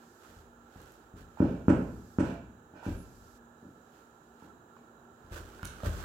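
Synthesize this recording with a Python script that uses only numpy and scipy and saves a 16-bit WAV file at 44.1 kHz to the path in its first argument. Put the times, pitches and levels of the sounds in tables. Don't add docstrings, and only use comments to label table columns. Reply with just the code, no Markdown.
import sys
import numpy as np
from scipy import signal
from scipy.fft import rfft, irfft, next_fast_len
from scipy.io import wavfile
from scipy.ndimage import uniform_filter1d

SR = 44100
rng = np.random.default_rng(int(sys.argv[2]) if len(sys.argv) > 2 else 0)


def generate_wav(signal):
    frames = np.transpose(np.atleast_2d(signal))
    scaled = np.clip(frames, -1, 1) * 32767
    pcm = np.round(scaled).astype(np.int16)
    wavfile.write(sys.argv[1], SR, pcm)


N = 266667
TIME = np.arange(N) / SR

# f/Hz, level/dB
AIR_COLOUR = [(25, -28), (60, -3), (120, -3.5), (200, -4), (260, -3.5), (380, 1.5), (600, -7.5), (830, -3),
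              (1050, -8.5), (1400, -6), (1700, -16)]
# f/Hz, level/dB
AIR_TREBLE = [(1700, 7), (1950, -18), (3000, -14.5), (5000, -27.5), (7400, -12), (8600, -27), (16000, -21)]
# t/s, level/dB
AIR_SWELL = [(0, -61), (4.3, -60.5), (5.2, -58.5), (6.05, -56.5)]
# f/Hz, width/Hz, level/dB
AIR_HUMS = [(235.7, 2.7, -64), (311, 28, -83), (1349, 19, -73.5), (3896, 65, -88.5), (6780, 110, -85.5)]
# t/s, length/s, level/dB
HISS_SPANS = [(0, 0.41, -73), (1.65, .64, -72), (2.815, 0.56, -71), (3.545, 0.82, -83)]
# f/Hz, level/dB
HISS_COLOUR = [(1800, -5), (2600, -8), (4500, -3.5), (7600, -1), (8800, -8.5), (11000, -9.5), (12200, -2),
               (13500, -9), (16000, -19)]
# peak t/s, level/dB, half length/s
CLOTH_SWISHES = [(0, -67, 0.072), (0.867, -66, 0.19), (1.487, -67.5, 0.21), (2.3, -63, 0.062),
                 (3.973, -67.5, 0.079), (4.443, -66.5, 0.062), (4.804, -80, 0.089), (5.545, -59.5, 0.24),
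                 (5.998, -49.5, 0.18)]
# t/s, level/dB, length/s
SOLE_SCUFFS = [(.19, -59.5, .21), (.71, -65, 0.19), (1.155, -55, 0.067), (2.825, -52.5, 0.14),
               (5.31, -45.5, 0.086), (5.645, -62, 0.074), (5.84, -36.5, 0.036)]
# f/Hz, level/dB
RUB_COLOUR = [(300, 22.5), (800, 8), (1500, 15), (2100, 2), (3000, 4), (5000, -1.5), (7500, 0),
              (9500, -7.5), (12500, -4), (16000, -8)]
# t/s, level/dB, f/Hz
CLACK_HITS = [(0.249, -57, 1380), (.757, -54, 830), (4.422, -53, 885), (4.767, -53, 1110),
              (5.594, -48, 1470), (5.631, -34, 1440), (5.803, -45.5, 1260), (5.833, -38, 592),
              (5.835, -41, 1310), (5.849, -43.5, 1590), (6.039, -35, 1500)]
# t/s, heel level/dB, ball level/dB, heel-to-ball roll/s, heel brightness/Hz
FOOTFALLS = [(.29, -49, -42, .075, 179), (0.759, -43.5, -49, .075, 230), (1.138, -40.5, -41, .067, 200),
             (2.875, -27.5, -24.5, .045, 108), (3.071, -50, -41.5, .14, 105), (5.245, -47, -30, .068, 151),
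             (5.40, -37, -54, .09, 111), (5.63, -32.5, -38, .04, 166), (5.835, -28, -17.5, .033, 156)]
# f/Hz, level/dB, t60/s
BOARD_MODES = [(57.8, -7.5, 0.19), (80.2, -6, 0.18), (119.3, -2, 0.049), (191.4, -1, 0.051),
               (271, 0.5, 0.04), (600, -58, 0.0062)]
# t/s, level/dB, f/Hz
TICK_HITS = [(0.817, -51, 11000), (0.921, -49, 10800), (5.63, -38, 5000), (5.6498, -37, 9400),
             (5.6542, -30.5, 7640), (5.835, -39, 2780)]
# t/s, clack level/dB, scrape level/dB, length/s
SEAT_SCRAPES = [(1.373, -49, -55, 0.14), (2.22, -50, -49.5, 0.083), (2.737, -54, -60.5, 0.094),
                (2.829, -44.5, -52, 0.032)]
# f/Hz, level/dB, t60/s
TUBE_MODES = [(650, 3, 0.024), (745, 0, 0.016), (954, 11.5, 0.01), (1476, 9, 0.016), (1670, -15, 0.011),
              (2336, -2.5, 0.015), (2630, -12, 0.023), (4740, 3, 0.00065)]
# t/s, level/dB, brightness/Hz
POLE_KNOCKS = [(1.4035, -7.5, 930), (1.6825, -4.5, 2180), (2.186, -10.5, 3060), (2.737, -39.5, 1500),
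               (2.8645, -21, 890), (3.628, -40.5, 700), (3.665, -39, 486), (4.424, -39.5, 700)]
# f/Hz, level/dB, t60/s
WOOD_MODES = [(157, -11.5, 0.023), (249, 4, 0.017), (496, -19, 0.022), (913, -13, 0.0068),
              (1310, -18, 0.016), (2500, -20, 0.0021), (5260, -29, 0.00067), (7920, -6, 0.0015)]
# f/Hz, level/dB, t60/s
ROOM_MODES = [(62.1, -22.5, 1), (91.3, -23, 0.86), (108, -40, 0.38), (149.3, -36.5, 0.93), (179, -23, 0.41),
              (191, -22, 0.61), (200, -45, 0.78), (237.4, -16, 0.49), (252.7, -15.5, 0.37),
              (262.7, -17, 0.58), (293.2, -12.5, 0.29), (308.5, -14.5, 0.41), (330.8, -21.5, 0.66),
              (338, -39, 0.46), (408, -30, 0.63), (441.5, -38.5, 0.75), (529, -26, 0.4), (597, -31.5, 0.46),
              (770, -50, 0.46), (824, -38.5, 0.66), (926, -62, 1), (1244, -40, 0.14), (1460, -42, 0.33),
              (1500, -45, 0.99)]
# peak t/s, level/dB, half length/s, f/Hz, waver/Hz
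POLE_SQUEAKS = [(1.59, -54, .03, 668, 8), (2.355, -50.5, .055, 680, 14), (3.005, -64, .035, 10500, 350)]
# delay/s, gain
REFLECTIONS = [(.0108, .4), (.0198, .65), (.0225, .4)]
# f/Hz, t60/s
TAIL_DECAY = [(60, 1.0), (250, 0.68), (700, 0.55), (1500, 0.6), (3000, 0.56), (8000, 0.41), (16000, 0.31)]
# f/Hz, level/dB
TAIL_COLOUR = [(60, -3), (150, -1.5), (280, -0.5), (600, 8), (1400, 4.5), (3000, 13.5), (8000, 8.5),
               (16000, 0)]
# f/Hz, correlation
STEREO_LIKENESS = [(60, 0.86), (300, 0.98), (600, 0.81), (1000, -0.069), (1500, -0.069), (3000, 0.026),
                   (16000, -0.062)]
# f/Hz, left minus right level/dB
MIC_BALANCE = [(60, 1.7), (280, -0.2), (550, -6.5), (1000, -8), (1500, -14), (2300, -0.5), (4500, -6.5),
               (9000, -5.5), (16000, -2)]


def from_db(db):
    return 10 ** (np.asarray(db) / 20)


def unit_rms(x):
    return x / np.sqrt(np.mean(x ** 2) + 1e-20)


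def at_hz(points, hz):
    f, value = np.transpose(points)
    return np.interp(np.log(np.maximum(hz, 1)), np.log(f), value)


def cut(x, hz, kind, order=2):
    sections = signal.butter(order, np.clip(hz, 10, .48 * SR), kind, fs=SR, output="sos")
    return signal.sosfilt(sections, x + 1e-18)


def add(track, s, sound):
    start = max(round(s * SR), 0)
    part = sound[:max(N - start, 0)]
    track[start:start + len(part)] += part


def ring(force, hz, t60):
    radius, angle = from_db(-60 / (t60 * SR)), 2 * np.pi * hz / SR
    return signal.lfilter([0, np.sin(angle)], [1, -2 * radius * np.cos(angle), radius ** 2], force + 1e-18)


def body(force, modes):
    return sum(from_db(db) * ring(force, hz, t60) for hz, db, t60 in modes)


def blows(rows):
    force = np.zeros(N)
    for s, db, hz in rows:
        add(force, s, from_db(db) * cut(signal.unit_impulse(SR // 10), hz, "low"))
    return force


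def strokes(rows, attack_s):
    gain = np.zeros(N)
    for s, db, length in rows:
        age = np.maximum(TIME - s, 0)
        gain += from_db(db) * (1 - np.exp(-age / attack_s)) * np.exp(-(age / length) ** 2)
    return gain


def flutter(samples):
    return unit_rms(uniform_filter1d(rng.standard_normal(N), size=samples))


def spread(mid, side, hz):
    alike = at_hz(STEREO_LIKENESS, hz)
    return np.sqrt(1 + alike) * mid + np.sqrt(1 - alike) * side * np.array([[1], [-1]])


def noise(gain_at):
    size = next_fast_len(N)
    hz = np.arange(size // 2 + 1) * SR / size
    mid, side = rfft(rng.standard_normal((2, size)))
    stereo = irfft(spread(mid, side, hz) * gain_at(hz), size)[:, :N]
    return stereo / np.std(stereo.mean(axis=0))


def coloured(colour):
    low, high = colour[0][0], colour[-1][0]
    return noise(lambda hz: from_db(at_hz(colour, hz))
                 / (1 + (low / (hz + 1)) ** 12) / (1 + (hz / high / 1.1) ** 30))


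def hum(centre_hz, width_hz):
    return noise(lambda hz: 1 / (1 + ((hz - centre_hz) / width_hz) ** 2))


def air(treble_db=-74):
    swell = from_db(np.interp(TIME, *np.transpose(AIR_SWELL)))
    rush = swell * coloured(AIR_COLOUR)
    treble = from_db(treble_db) * coloured(AIR_TREBLE)
    return rush + treble + sum(from_db(db) * hum(hz, width) for hz, width, db in AIR_HUMS)


def thin_hiss(attack_s=0.023, release_s=0.0082):
    gain = np.zeros(N)
    for s, length, db in HISS_SPANS:
        age = np.maximum(TIME - s, 0)
        release = np.exp(-np.maximum(age - length, 0) / release_s)
        gain += from_db(db) * (1 - np.exp(-age / attack_s)) * release
    return gain * coloured(HISS_COLOUR)


def rubbing(grain_db=1.8, rest_db=-81.5):
    grain = from_db(grain_db * flutter(samples=120))
    scuffs = strokes(SOLE_SCUFFS, attack_s=.035)
    swishes = sum(from_db(db) * np.exp(-((TIME - s) / half) ** 2) for s, db, half in CLOTH_SWISHES)
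    return (from_db(rest_db) + swishes + scuffs) * grain * coloured(RUB_COLOUR)


def clacks(crack_gain=0.99, catch_hz=870, decay_cycles=3.5):
    out, t = np.zeros(N), TIME[:SR // 20]
    hits = CLACK_HITS + [(s, db, catch_hz) for s, db, _, _ in SEAT_SCRAPES]
    for s, db, hz in hits:
        tone = np.sin(2 * np.pi * hz * t)
        crack = crack_gain * cut(rng.standard_normal(len(t)), [hz / 2, hz * 1.55], "band")
        add(out, s, from_db(db) * np.exp(-t * hz / decay_cycles) * (tone + crack))
    return out


def steps(ball_brightness=0.52):
    heels = [(s, db, hz) for s, db, _, _, hz in FOOTFALLS]
    balls = [(s + roll, db, ball_brightness * hz) for s, _, db, roll, hz in FOOTFALLS]
    return cut(body(blows(heels + balls), BOARD_MODES), 61, "high")


def ticks(decay_s=.0008):
    out, t = np.zeros(N), TIME[:SR // 100]
    for s, db, hz in TICK_HITS:
        burst = rng.standard_normal(len(t)) * np.exp(-t / decay_s)
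        add(out, s, from_db(db) * cut(burst, [hz / np.sqrt(2), hz * np.sqrt(2)], "band", order=1))
    return out


def scrapes(slips_per_s=1500):
    slips = (rng.random(N) < slips_per_s / SR) * rng.standard_normal(N)
    pressure = strokes([(s, db, length) for s, _, db, length in SEAT_SCRAPES], attack_s=0.0021)
    return pressure * cut(unit_rms(body(slips, TUBE_MODES)), 310, "high")


def knocks(thump_db=-3.0, ring_db=-4.5):
    force = blows(POLE_KNOCKS)
    thump = -cut(body(force, WOOD_MODES), 80, "high", order=1)
    ring_out = body(force, ROOM_MODES[::2]) - body(force, ROOM_MODES[1::2])
    return from_db(thump_db) * cut(thump, 40, "high"), from_db(ring_db) * cut(ring_out, 78, "high")


def squeaks():
    out = np.zeros(N)
    for s, db, half, hz, waver in POLE_SQUEAKS:
        pitch = hz + waver * flutter(samples=80)
        envelope = from_db(db) * np.exp(-((TIME - s) / half) ** 4)
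        out += envelope * np.sin(2 * np.pi * np.cumsum(pitch) / SR)
    return out


def room(dry, build_s=0.01, early_db=-7.0, early_s=0.015, left_lag_s=0.00019, shadow_hz=3200):
    t = TIME[:SR * 5 // 4]
    white, response = rng.standard_normal((2, 2, len(t))), np.zeros((2, len(t)))
    response[0, round(left_lag_s * SR)] = 1
    response[1, 0] = 1
    response = cut(response, shadow_hz, "low")
    for delay, gain in REFLECTIONS:
        response[:, round(delay * SR)] += gain
    swell = (1 - np.exp(-(t / build_s) ** 2)) * (1 + from_db(early_db) * np.exp(-t / early_s))
    edges_hz = np.geomspace(35, 17000, 19)
    for k, (low, high) in enumerate(zip(edges_hz, edges_hz[1:])):
        hz = np.sqrt(low * high)
        envelope = swell * from_db(-60 * t / at_hz(TAIL_DECAY, hz))
        mid, side = (unit_rms(cut(w * envelope, [low, high], "band")) for w in white[k % 2])
        band_gain = from_db(at_hz(TAIL_COLOUR, hz)) * np.sqrt((high - low) / SR / len(t))
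        response += band_gain * spread(mid, side, hz)
    return signal.fftconvolve(dry[None], response, axes=1)[:, :N]


def scene(clack_near_db=1.0, tick_near_db=2.5, tick_send_db=-6.5):
    thump, ring_out = knocks()
    clack, tick = clacks(), ticks()
    room_send = thump + scrapes() + steps() + clack + from_db(tick_send_db) * tick
    near = from_db(clack_near_db) * clack + from_db(tick_near_db) * tick
    return room(room_send) + near + ring_out + squeaks() + rubbing() + air() + thin_hiss()


def record(dry, cutoff_hz=15900):
    size = next_fast_len(N + SR // 10)
    hz = np.arange(size // 2 + 1) * SR / size
    left_to_right = from_db(at_hz(MIC_BALANCE, hz))
    mic_gains = 2 * np.array([left_to_right, np.ones_like(hz)]) / (1 + left_to_right)
    heard = irfft(rfft(dry, size) * mic_gains, size)[:, :N]
    return signal.sosfilt(signal.ellip(10, .2, 70, cutoff_hz, fs=SR, output="sos"), heard)


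dry = scene()
out = record(dry)
generate_wav(out)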